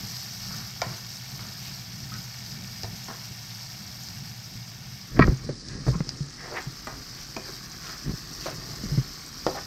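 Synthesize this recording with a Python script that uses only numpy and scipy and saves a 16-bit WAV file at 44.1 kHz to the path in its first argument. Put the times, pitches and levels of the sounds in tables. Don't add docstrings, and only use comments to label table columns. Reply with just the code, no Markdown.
import sys
import numpy as np
from scipy import signal
from scipy.fft import rfft, irfft
from scipy.io import wavfile
from scipy.ndimage import uniform_filter1d

SR = 44100
rng = np.random.default_rng(int(sys.argv[2]) if len(sys.argv) > 2 else 0)


def dump(signal):
    limited = np.clip(np.atleast_2d(signal).T, -1, 1)
    pcm = np.round(limited * 32767).astype(np.int16)
    wavfile.write(sys.argv[1], SR, pcm)


N = 426006
TIME = np.arange(N) / SR
LIFT_S, LIFT_TAKES_S = 4.99, 0.22


def sizzle():
    quick_flutter = gain_of(.85 * evened(uniform_filter1d(rng.standard_normal(N), 1200)))
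    slow_surges = gain_of(.3 * evened(uniform_filter1d(rng.standard_normal(N), 3500)))
    flutter = quick_flutter * slow_surges
    hiss = evened(clicks(per_s=20000, spread_db=1.6))
    crackle = bubbles(per_s=2100, spread_db=3.8, low_hz=3800, high_hz=12000, q=4)
    pings = bubbles(per_s=45, spread_db=3.2, low_hz=6600, high_hz=10000, q=10)
    bursts = evened(flutter * (hiss + gain_of(-1) * crackle) + gain_of(-13.5) * pings)
    return steam_hiss(bursts) + sputter(hiss) + fizz(bursts, flutter)


# (frequency [Hz], relative density [dB per Hz])
STEAM_SPECTRUM = [(1500, -47), (2800, -60), (3700, -11.5), (4400, -2), (5000, 1.5), (5700, -1.5),
                  (7000, -13.5), (8200, -16.5), (9500, -23.5), (10800, -27.5), (14000, -53.5)]
# (level in ordinary frying [dB], follows frying [dB per dB], change over the pan [dB],
# share of the fingers' loss that dims the whole layer)
HISS_LAYER = (-43.5, 1, 0, -0.04)


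def steam_hiss(bursts):
    heard = reflected(patchy(bursts, depth_db=1.0))
    return frying(*HISS_LAYER) * evened(colour(heard, STEAM_SPECTRUM))


# (frequency [Hz], relative density [dB per Hz])
SPUTTER_FROM_SIDE = [(200, -10), (440, -8.5), (560, -4), (720, 5.5), (900, -2), (1090, -4), (1290, -0.5),
                     (1600, -0.5), (1950, -0.5), (2250, -0.5), (2700, -1.5), (3600, -1.5), (5000, -9),
                     (9000, -18.5)]
# (frequency [Hz], relative density [dB per Hz])
SPUTTER_FROM_ABOVE = [(200, -29), (440, -2.5), (720, 2), (900, -4), (1130, 5.5), (1400, 2.5), (1750, 3.5),
                      (2250, -1), (2700, -2.5), (3400, -2), (5000, -18), (9000, -17.5)]
# ([dB], [dB per dB], [dB], share)
SPUTTER_LAYER = (-49.5, 0.6, -0.5, 0.25)


def sputter(hiss):
    trapped = bubbles(per_s=1500, spread_db=2.8, low_hz=800, high_hz=4000, q=5, count=16)
    under_onion = hiss + gain_of(-4) * trapped
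    metal = gain_of(-17) * evened(signal.oaconvolve(under_onion, ring(PAN_MODES))[:N])
    heard = reflected(under_onion)
    from_side = evened(colour(heard, SPUTTER_FROM_SIDE))
    from_above = evened(colour(heard, SPUTTER_FROM_ABOVE))
    moved = lifted()
    return frying(*SPUTTER_LAYER) * ((1 - moved) * from_side + moved * from_above + metal)


# (frequency [Hz], relative density [dB per Hz])
FIZZ_SPECTRUM = [(8000, -38), (9800, -24), (11000, -26), (11500, -5.5), (12000, 2.5), (13000, -0.5),
                 (14500, -8), (15800, -16)]
# ([dB], [dB per dB], [dB], share)
FIZZ_LAYER = (-56, 1.18, -3, 0.5)


def fizz(bursts, flutter):
    ports = []
    for _ in range(2):
        prickle = flutter * evened(clicks(per_s=1100, spread_db=4.8))
        ports.append(evened(colour(bursts + gain_of(3.0) * prickle, FIZZ_SPECTRUM)))
    balance = gain_of([[3.3], [.7]])
    return frying(*FIZZ_LAYER) * balance * np.array(ports)


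# (time [s], level [dB])
FRYING_LEVELS = [(0, -39.5), (.8, -42.5), (1.7, -42.5), (1.85, -45), (2.3, -42.5), (4.05, -44),
                 (4.35, -45.5), (4.72, -47), (4.95, -46.5), (5.55, -47), (7, -45), (8.7, -42.5),
                 (9.65, -44.5)]
# (time at the strongest [s], half length [s], rise [dB])
FLARES = [(.5, 0.13, 1), (1.63, 0.18, 0.8), (5.89, 0.037, 5.5), (6.53, 0.18, 1.5), (7.2, 0.036, 2),
          (7.52, 0.08, 2), (7.9, 0.042, 3), (8.46, .08, 3), (8.93, 0.14, 1.5), (9.54, 0.12, 3)]
USUAL_DB = -44


def frying(db, follows, overhead_db, muffled):
    vigour_db = np.interp(TIME, *np.transpose(FRYING_LEVELS)) - USUAL_DB + swells(FLARES)
    return gain_of(db + follows * vigour_db + overhead_db * lifted() - muffled * covered())


# (frequency [Hz], relative level [dB], t60 [s])
PAN_MODES = [(330, 8, 0.041), (377.6, -2.5, 0.2), (518, -8.5, 0.2), (642, 4.5, 0.082), (733, 0, 0.072),
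             (917, 2, 0.051), (1015, -4, 0.14), (1080, 0, 0.092), (1280, -13, 0.066), (1408, -9, 0.069),
             (1660, -14, 0.095), (1802, 7, 0.053), (1920, -24, 0.053), (2060, -2, 0.035), (2180, 2, 0.034),
             (2260, -3, 0.04), (3120, 0, 0.065), (4700, -17, .04)]
# (frequency [Hz], relative density [dB per Hz])
CLACK_SPECTRUM = [(150, -25.5), (350, 7.5), (700, -4), (1300, 1), (2200, -2), (2900, -5.5), (4000, -4),
                  (5000, 1), (7000, -30), (11000, -51)]
# (time [s], level of the first 10 ms [dB], pitch of the flexing blade [Hz],
# narrowness of the contact [Q], t60 of the blade's note [s], its second note [Hz])
KNOCKS = [(.816, -33, 1396, 1.2, 0.041, 1970), (0.8177, -33.5, 2310, 1.6, .035, 1940),
          (.82, -25.5, 688, 2.7, 0.047, 1410), (.827, -34.5, 1015, 1.8, 0.088, 1390),
          (.839, -40, 1400, .6, .05, 2180), (1.392, -44, 1280, .56, .063, 2200),
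          (2.119, -42.5, 1280, 3, .073, 1720), (2.834, -43, 720, .5, .05, 2180),
          (2.843, -37.5, 710, 1, 0.065, 450), (3.083, -40, 950, 0.71, 0.055, 1420),
          (6.871, -33.5, 1233, 0.96, 0.05, 1950), (6.879, -39.5, 810, 1.2, 0.033, 1680),
          (6.924, -43.5, 690, 1.1, 0.036, 1950), (7.365, -32, 464, 0.6, .05, 2450),
          (7.371, -41, 646, 1.3, 0.1, 330), (8.459, -32.5, 606, 1.6, 0.017, 1300),
          (8.4645, -31, 605, 1, 0.038, 1040), (8.483, -33.5, 614, 1.2, .04, 1530),
          (9.466, -19.5, 497, 1.4, 0.016, 790), (9.487, -33, 694, 2.4, .03, 1200)]
NOTE_DB, SECOND_DB = -0.5, -7.5
SECOND_LASTS = 0.44


def knocks():
    out = np.zeros(N)
    for s, db, hz, q, t60, second_hz in KNOCKS:
        metal = ring(PAN_MODES)
        t = np.arange(len(metal)) / SR
        chatter = evened(rng.standard_normal(len(t)) * np.exp(-t / .007))
        clack = colour(evened(dispersed(len(t))) + chatter, CLACK_SPECTRUM)
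        hit = evened(contact(evened(metal) + gain_of(1.5) * evened(clack), hz, q))
        note = gain_of(NOTE_DB) * q * evened(ring([(hz, 0, t60)]))
        second = gain_of(SECOND_DB) * evened(ring([(second_hz, 0, SECOND_LASTS * t60)]))
        add(out, s, strike(hit + note + second, db))
    return out


# (time at the strongest [s], rise [s], fall [s], level [dB], pitch [Hz],
# glide [octaves per s], share of squeak in the power [0-1])
SCRAPES = [(0.541, 0.069, 0.11, -49, 1280, 0.5, 0.06), (0.85, 0.031, 0.12, -46, 1220, 0, 0),
           (1.441, 0.05, 0.079, -50, 1280, 0, 0.05), (2.138, 0.013, 0.038, -47.5, 1380, 0, .6),
           (3.094, 0.0072, 0.057, -42.5, 706, 0, 0), (3.111, 0.022, 0.043, -49.5, 1390, 0, 0.1),
           (5.172, 0.01, 0.008, -40, 1440, 2, 0), (5.73, 0.066, 0.065, -49.5, 1640, 0.5, 0.5),
           (5.95, 0.021, 0.0074, -41, 1050, 2, 0.4), (6.415, 0.031, 0.077, -43, 1650, 0.5, 0.5),
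           (6.48, .055, 0.041, -43.5, 520, 2, 0), (6.55, .035, 0.049, -36.5, 640, 5.5, 0.3),
           (6.578, 0.03, 0.021, -33, 1660, 2, 0.36), (6.899, 0.018, 0.019, -42.5, 1080, -4, 0),
           (7.48, .055, 0.035, -49.5, 1500, 0, 0.04), (7.492, 0.027, .02, -46.5, 400, -1, 0.04),
           (7.9, .085, .06, -45.5, 1280, -1, 0.2), (8.485, 0.025, 0.026, -50, 1740, -1, 0),
           (8.71, 0.091, 0.067, -49, 590, 2, 0), (8.509, .03, .04, -48, 520, 3, 0),
           (9.568, .017, .015, -33.5, 676, -10, 0.76), (9.586, .016, 0.0086, -37, 1210, -4, 0.04)]
RUB_TOP_HZ = 2630


def scrapes():
    out = np.zeros(N)
    for s, rise, fall, db, hz, glide, squeak in SCRAPES:
        t = np.arange(-2 * rise, 2 * fall, 1 / SR)
        unevenness = evened(uniform_filter1d(rng.standard_normal(len(t)), 350))
        pressure = gain_of(2.0 * unevenness)
        slips = pressure * clicks(per_s=1400, spread_db=2.6, count=len(t))
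        metal = signal.oaconvolve(slips, ring(PAN_MODES))[:len(t)]
        rub = evened(metal) + gain_of(9.0) * evened(colour(slips, CLACK_SPECTRUM))
        rub = signal.sosfilt(signal.butter(2, RUB_TOP_HZ, fs=SR, output="sos"), rub)
        rub = evened(contact(contact(rub, hz, q=0.69), hz, q=0.45))
        pitch = hz * 2 ** (glide * t)
        note = evened(resonate(resonate(slips, pitch, .17 * hz), pitch, .17 * hz))
        note = evened(note / (uniform_filter1d(note ** 2, 200) + .05) ** .3)
        stroke = np.sqrt(1 - squeak) * rub + np.sqrt(squeak) * note
        envelope = np.exp(-(t / np.where(t < 0, rise, fall)) ** 2)
        add(out, s + t[0], gain_of(db) * stroke * envelope)
    return out


# (time [s], relative peak level [dB])
SPITS = [(0.166, -31), (.817, -18.5), (1.169, -32), (2.139, -29.5), (2.833, -25.5), (4.086, -31),
         (5.269, -28.5), (5.597, -42), (5.685, -31.5), (6.091, -20.5), (7.366, -28), (7.869, -33),
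         (8.424, -32), (9.465, -25)]
# (frequency [Hz], relative density [dB per Hz])
SPIT_SPECTRUM = [(800, -19), (2000, -19.5), (3300, -21), (4900, -2), (6200, -11), (8000, -29), (10800, -46),
                 (12300, -37), (15800, -43)]


def spits():
    out, t = np.zeros(N), np.arange(1500) / SR
    for s, db in SPITS:
        spray = gain_of(-21) * rng.standard_normal(len(t)) * np.exp(-t / .003)
        pop = colour(signal.unit_impulse(len(t)) + spray, SPIT_SPECTRUM)
        add(out, s + 0.00079, gain_of(db + 5.5) * pop / abs(pop).max())
    return out


# (time [s], peak level [dB], starting pitch [Hz])
POPS = [(3.044, -32, 6500), (3.509, -33, 3700), (4.036, -31.5, 6560), (5.374, -34, 6000),
        (6.263, -36, 6900), (6.626, -34, 7000), (6.872, -34, 7240), (7.718, -30, 5870), (7.893, -30, 6100),
        (7.981, -27, 5270), (8.76, -34, 7200), (9.263, -33.5, 7600)]


def pops():
    out, t = np.zeros(N), np.arange(500) / SR
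    for s, db, hz in POPS:
        envelope = np.exp(-t / .0006) * (1 - np.exp(-t / .0002))
        ping = np.sin(2 * np.pi * hz * t * (1 + 50 * t)) * envelope
        add(out, s, gain_of(db) * ping / abs(ping).max())
    return out


# (time at the strongest [s], half length [s], level [dB])
SQUELCHES = [(1.66, 0.044, -45), (5.71, .04, -51), (7.2, .04, -50), (7.86, 0.056, -48),
             (8.465, 0.048, -44.5), (9.58, .06, -54)]


def squelches():
    return effort(SQUELCHES) * bubbles(per_s=1500, spread_db=3.6, low_hz=1900, high_hz=4200, q=5)


# (time [s], peak level [dB], settled pitch [Hz], t60 [s])
THUDS = [(.865, -31, 120, .14), (.913, -29, 119, 0.073), (2.028, -32, 117, 0.067),
         (2.835, -28, 104.6, 0.099), (3.088, -39, 230, .13), (3.308, -34.5, 125, 0.18),
         (4.552, -35, 117, 0.33), (5.1939, -0.5, 237, 0.018), (5.194, -13.5, 580, 0.053),
         (5.208, -7, 133, 0.038), (5.242, -25, 80, 0.12), (5.286, -11, 58.7, 0.05),
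         (5.3157, -18, 129, 0.17), (5.49, -25, 300, 0.051), (5.495, -32, 125, 0.14),
         (5.872, -23, 166, 0.043), (5.878, -10, 127, 0.11), (5.892, -22, 55.3, 0.27),
         (5.953, -20, 159, 0.072), (6.004, -16.5, 148, 0.073), (6.205, -21, 139, 0.15),
         (6.669, -24.5, 136, 0.069), (6.872, -38, 220, 0.066), (7.367, -33, 209, 0.16),
         (8.078, -26.5, 171, 0.11), (8.093, -22, 165, 0.043), (8.134, -29, 145, 0.051),
         (8.836, -25, 197, 0.061), (8.918, -21, 145, 0.18), (8.976, -11, 128, 0.11),
         (9.466, -22, 303, 0.066)]
# (frequency [Hz], relative density [dB per Hz])
CASE_SPECTRUM = [(20, -16), (42, 3.5), (85, -5.5), (135, 4.5), (190, -4), (300, -7), (450, -15.5),
                 (800, -30), (2000, -31), (8000, -112)]


def thuds():
    out, t = np.zeros(N), np.arange(9000) / SR
    for s, db, hz, t60 in THUDS:
        decay = np.exp(-np.log(1000) * t / t60)
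        turns = hz * (t + 0.0018 * (1 - np.exp(-t / 0.0048)))
        swing = np.sin(2 * np.pi * turns) * decay * (1 - np.exp(-t * hz / 0.69))
        puff = colour(rng.standard_normal(len(t)) * decay ** 2, CASE_SPECTRUM)
        thud = evened(swing) + gain_of(-9) * evened(puff)
        add(out, s, gain_of(db) * thud / abs(thud).max())
    return out


# (time [s], peak level of the push [dB], hardness as corner [Hz],
# relative rattle level [dB], t60 of the rattle [s])
TAPS = [(5.1925, -3, 1400, -3, 0.027), (5.2761, -23, 1200, 2, 0.027), (5.281, -9.5, 480, -15, 0.024),
        (5.491, -26, 620, 3.5, 0.086), (5.509, -31, 520, -2, 0.046), (5.8671, -21, 754, -1, 0.057),
        (5.8825, -17.5, 700, -2.5, 0.072), (6.005, -24, 1510, 2, .022)]
# (frequency [Hz], relative density [dB per Hz])
RATTLE_SPECTRUM = [(150, -12), (330, 5), (580, 5.5), (800, -12), (1250, 1.5), (2200, 5.5), (3200, -10),
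                   (4700, 16), (8000, -22)]


def taps():
    out, t = np.zeros(N), np.arange(6000) / SR
    for s, db, hz, rattle_db, t60 in TAPS:
        u = 2 * np.pi * hz * t
        push = (u / 2) ** 2 * np.exp(2 - u)
        loose_parts = colour(rng.standard_normal(len(t)), RATTLE_SPECTRUM)
        rattle = evened(signal.oaconvolve(loose_parts, push)[:len(t)])
        rattle = gain_of(rattle_db - 2.0) * rattle * np.exp(-np.log(1000) * t / t60)
        add(out, s, gain_of(db) * (push + rattle))
    return out


# (time at the strongest [s], half length [s], level [dB], centre [Hz])
SCUFFS = [(5.199, .004, -17.5, 1150), (5.212, 0.007, -22.5, 1200), (5.226, 0.008, -15, 2050),
          (5.242, .005, -25, 1800)]
# (frequency [Hz], relative level [dB])
SCUFF_MODES = [(1020, -2.5), (1120, -3), (1295, 1.5), (1630, -7), (1895, -0.5), (2325, -5), (4560, -14)]
# (frequency [Hz], relative density [dB per Hz])
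GRIT_SPECTRUM = [(300, -5), (1200, 4.5), (2400, 3), (2900, -6), (3900, -7.5), (4600, 2), (5600, -12),
                 (8000, -36)]
GRIT_DB = -11


def scuffs():
    out = np.zeros(N)
    for s, half, db, centre in SCUFFS:
        t = np.arange(-3 * half, 3 * half, 1 / SR)
        squeak = np.zeros(len(t))
        wander = evened(uniform_filter1d(rng.standard_normal((len(SCUFF_MODES), len(t))), 60))
        for (hz, level), waver in zip(SCUFF_MODES, 1 + .03 * wander):
            turns = np.cumsum(hz * waver) / SR + rng.random()
            squeak += gain_of(level) * np.sin(2 * np.pi * turns)
        grit = evened(colour(clicks(per_s=4000, spread_db=6.0, count=len(t)), GRIT_SPECTRUM))
        judder = evened(contact(squeak, centre, q=1.6)) + gain_of(GRIT_DB) * grit
        add(out, s + t[0], gain_of(db) * judder / np.cosh(2.0 * t / half))
    return out


# (time at the strongest [s], half length [s], level [dB])
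GRIPS = [(5.235, 0.088, -20), (5.47, 0.095, -36), (5.74, 0.082, -36.5), (5.92, 0.2, -35.5),
         (6.17, 0.1, -40), (6.96, 0.069, -39), (8.1, 0.045, -28.5), (8.52, 0.23, -41), (8.71, 0.052, -43.5),
         (8.9, 0.17, -35)]
HOLD_DB = -46.5


def grip_rumble():
    rumble = evened(colour(clicks(per_s=540, spread_db=0.5), CASE_SPECTRUM))
    return lifted() * effort(GRIPS, HOLD_DB) * rumble


# (time at the strongest [s], half length [s], level [dB])
PUSHES = [(.05, 0.12, -39), (.54, 0.14, -38), (.9, 0.12, -41), (1.38, 0.13, -40), (1.7, 0.13, -42.5),
          (2.03, 0.19, -41), (2.18, 0.096, -37.5), (2.58, 0.2, -40), (2.92, 0.076, -38), (3.5, 0.046, -44),
          (4.23, 0.14, -39.5), (4.57, 0.031, -41), (4.9, 0.066, -41.5)]
# (frequency [Hz], relative density [dB per Hz])
ROCKING_SPECTRUM = [(20, -32), (45, -16.5), (80, -14), (102, -8), (120, 2.5), (150, -10), (195, -7),
                    (260, -23), (450, -32), (900, -55)]
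IDLE_ROCK_DB = -44.5


def rocking():
    wobble = colour(rng.standard_normal(N), ROCKING_SPECTRUM)
    own_swell = np.sqrt(abs(uniform_filter1d(wobble ** 2, 5000)))
    return (1 - lifted()) * effort(PUSHES, IDLE_ROCK_DB) * wobble / own_swell


# (time at the deepest [s], half length [s], loss [dB])
FINGERS = [(5.65, 0.17, 22), (6.2, 0.3, 7.5)]


def covered():
    return swells(FINGERS, squareness=2.6)


def shaded(x):
    high_pass = signal.firwin(101, 11500, pass_zero=False, fs=SR)
    top = signal.oaconvolve(x, high_pass[None], "same")
    return x - top * (1 - gain_of(-covered()))


# (extra path [s], level [dB], change of path while the camera moves [s per s])
SURFACES = [(.0018, -18, -.00021), (.00215, -22.5, .00016), (.0027, -21.5, -.00033), (.0061, -17.5, .0004)]


def reflected(x):
    moving_s = np.maximum(TIME - LIFT_S, 0)
    out = x.copy()
    for delay, db, drift in SURFACES:
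        out += gain_of(db) * np.interp(TIME - delay - drift * moving_s, TIME, x, left=0)
    return out


# (frequency [Hz], t60 [s])
KITCHEN_DECAY = [(150, 0.96), (500, 0.25), (1500, 0.46), (4000, 0.22), (12000, 0.3)]


def kitchen(x, size=22050):
    echoes = clicks(per_s=3300, spread_db=0.5, count=size) * (np.arange(size) / SR > .005)
    hz, t, z = signal.stft(echoes, SR, nperseg=256)
    decay = np.exp(-np.log(1000) * t / read(KITCHEN_DECAY, hz)[:, None])
    tail = signal.istft(z * decay, SR, nperseg=256)[1]
    return signal.oaconvolve(x, tail / np.linalg.norm(tail))[:N]


def lifted():
    return np.clip((TIME - LIFT_S) / LIFT_TAKES_S, 0, 1)


def clicks(per_s, spread_db, count=N, limit=2.0):
    sizes = gain_of(spread_db * np.minimum(rng.exponential(1, count), limit))
    return sizes * rng.choice([-1, 1], count) * (rng.random(count) < per_s / SR)


def bubbles(per_s, spread_db, low_hz, high_hz, q, count=12):
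    bursts, size = clicks(per_s, spread_db), rng.integers(0, count, N)
    pitches = np.geomspace(low_hz, high_hz, count)
    return evened(sum(contact(bursts * (size == k), hz, q) for k, hz in enumerate(pitches)))


def patchy(x, depth_db):
    z = signal.stft(x, nperseg=512)[2]
    across_bands = uniform_filter1d(rng.standard_normal(z.shape), 5, 0)
    patches = evened(uniform_filter1d(across_bands, 5, 1))
    return signal.istft(z * gain_of(depth_db * patches), nperseg=512)[1][:N]


def ring(modes, size=11025):
    t = np.arange(size) / SR
    swings = np.zeros(size)
    for hz, db, t60 in modes:
        decay = np.exp(-np.log(1000) * t / t60)
        swings += gain_of(db) * decay * np.sin(2 * np.pi * (hz * t + rng.random()))
    return swings * np.sin(np.pi / 2 * np.minimum(t / .0008, 1)) ** 2


def contact(x, hz, q):
    return signal.lfilter(*signal.iirpeak(hz, q, SR), x)


def dispersed(size):
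    spread_s = .0028
    hz = np.fft.rfftfreq(size, 1 / SR)
    return irfft(np.exp(-4j * np.pi * spread_s * np.sqrt(1000 * hz)), size)


def resonate(x, hz, width_hz):
    turn = np.exp(2j * np.pi * np.cumsum(hz) / SR)
    r = np.exp(-np.pi * width_hz / SR)
    return (turn * signal.lfilter([1 - r], [1, -r], x / turn)).real


def strike(x, db, size=441):
    return gain_of(db) * x / np.sqrt(np.mean(x[:size] ** 2))


def swells(rows, power=1, squareness=2):
    return sum(height ** power * np.exp(-power * abs((TIME - s) / half) ** squareness)
               for s, half, height in rows)


def effort(rows, rest_db=-120):
    humps = [(s, half, gain_of(db)) for s, half, db in rows]
    return np.sqrt(gain_of(rest_db) ** 2 + swells(humps, power=2.108))


def gain_of(db):
    return 10 ** (np.asarray(db) / 20)


def evened(x):
    return x / np.sqrt(np.mean(x ** 2) + 1e-20)


def read(points, hz):
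    f, value = np.transpose(points)
    return np.interp(np.log(hz + 1), np.log(f + 1), value)


def colour(x, points, size=8192):
    log_gain = np.log(gain_of(np.maximum(read(points, np.fft.rfftfreq(size, 1 / SR)), -100)))
    cepstrum = irfft(log_gain)
    cepstrum[1:size // 2] *= 2
    cepstrum[size // 2 + 1:] = 0
    response = irfft(np.exp(rfft(cepstrum)))[:size // 2]
    return signal.oaconvolve(x, response)[:len(x)]


def add(mix, s, sound):
    part = mix[max(round(s * SR), 0):][:len(sound)]
    part += sound[:len(part)]


def scene():
    pan = knocks() + scrapes() + spits() + pops() + squelches()
    camera = thuds() + taps() + scuffs() + grip_rumble()
    return shaded(sizzle()) + pan + camera + rocking() + gain_of(-9.0) * kitchen(pan)


def record(dry):
    rounded = dry / (1 + (dry / .95) ** 4) ** .25
    low_pass = signal.firwin(511, 15800, window=("kaiser", 9), fs=SR)
    return signal.oaconvolve(rounded, low_pass[None], "same")


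dry = scene()
out = record(dry)
dump(out)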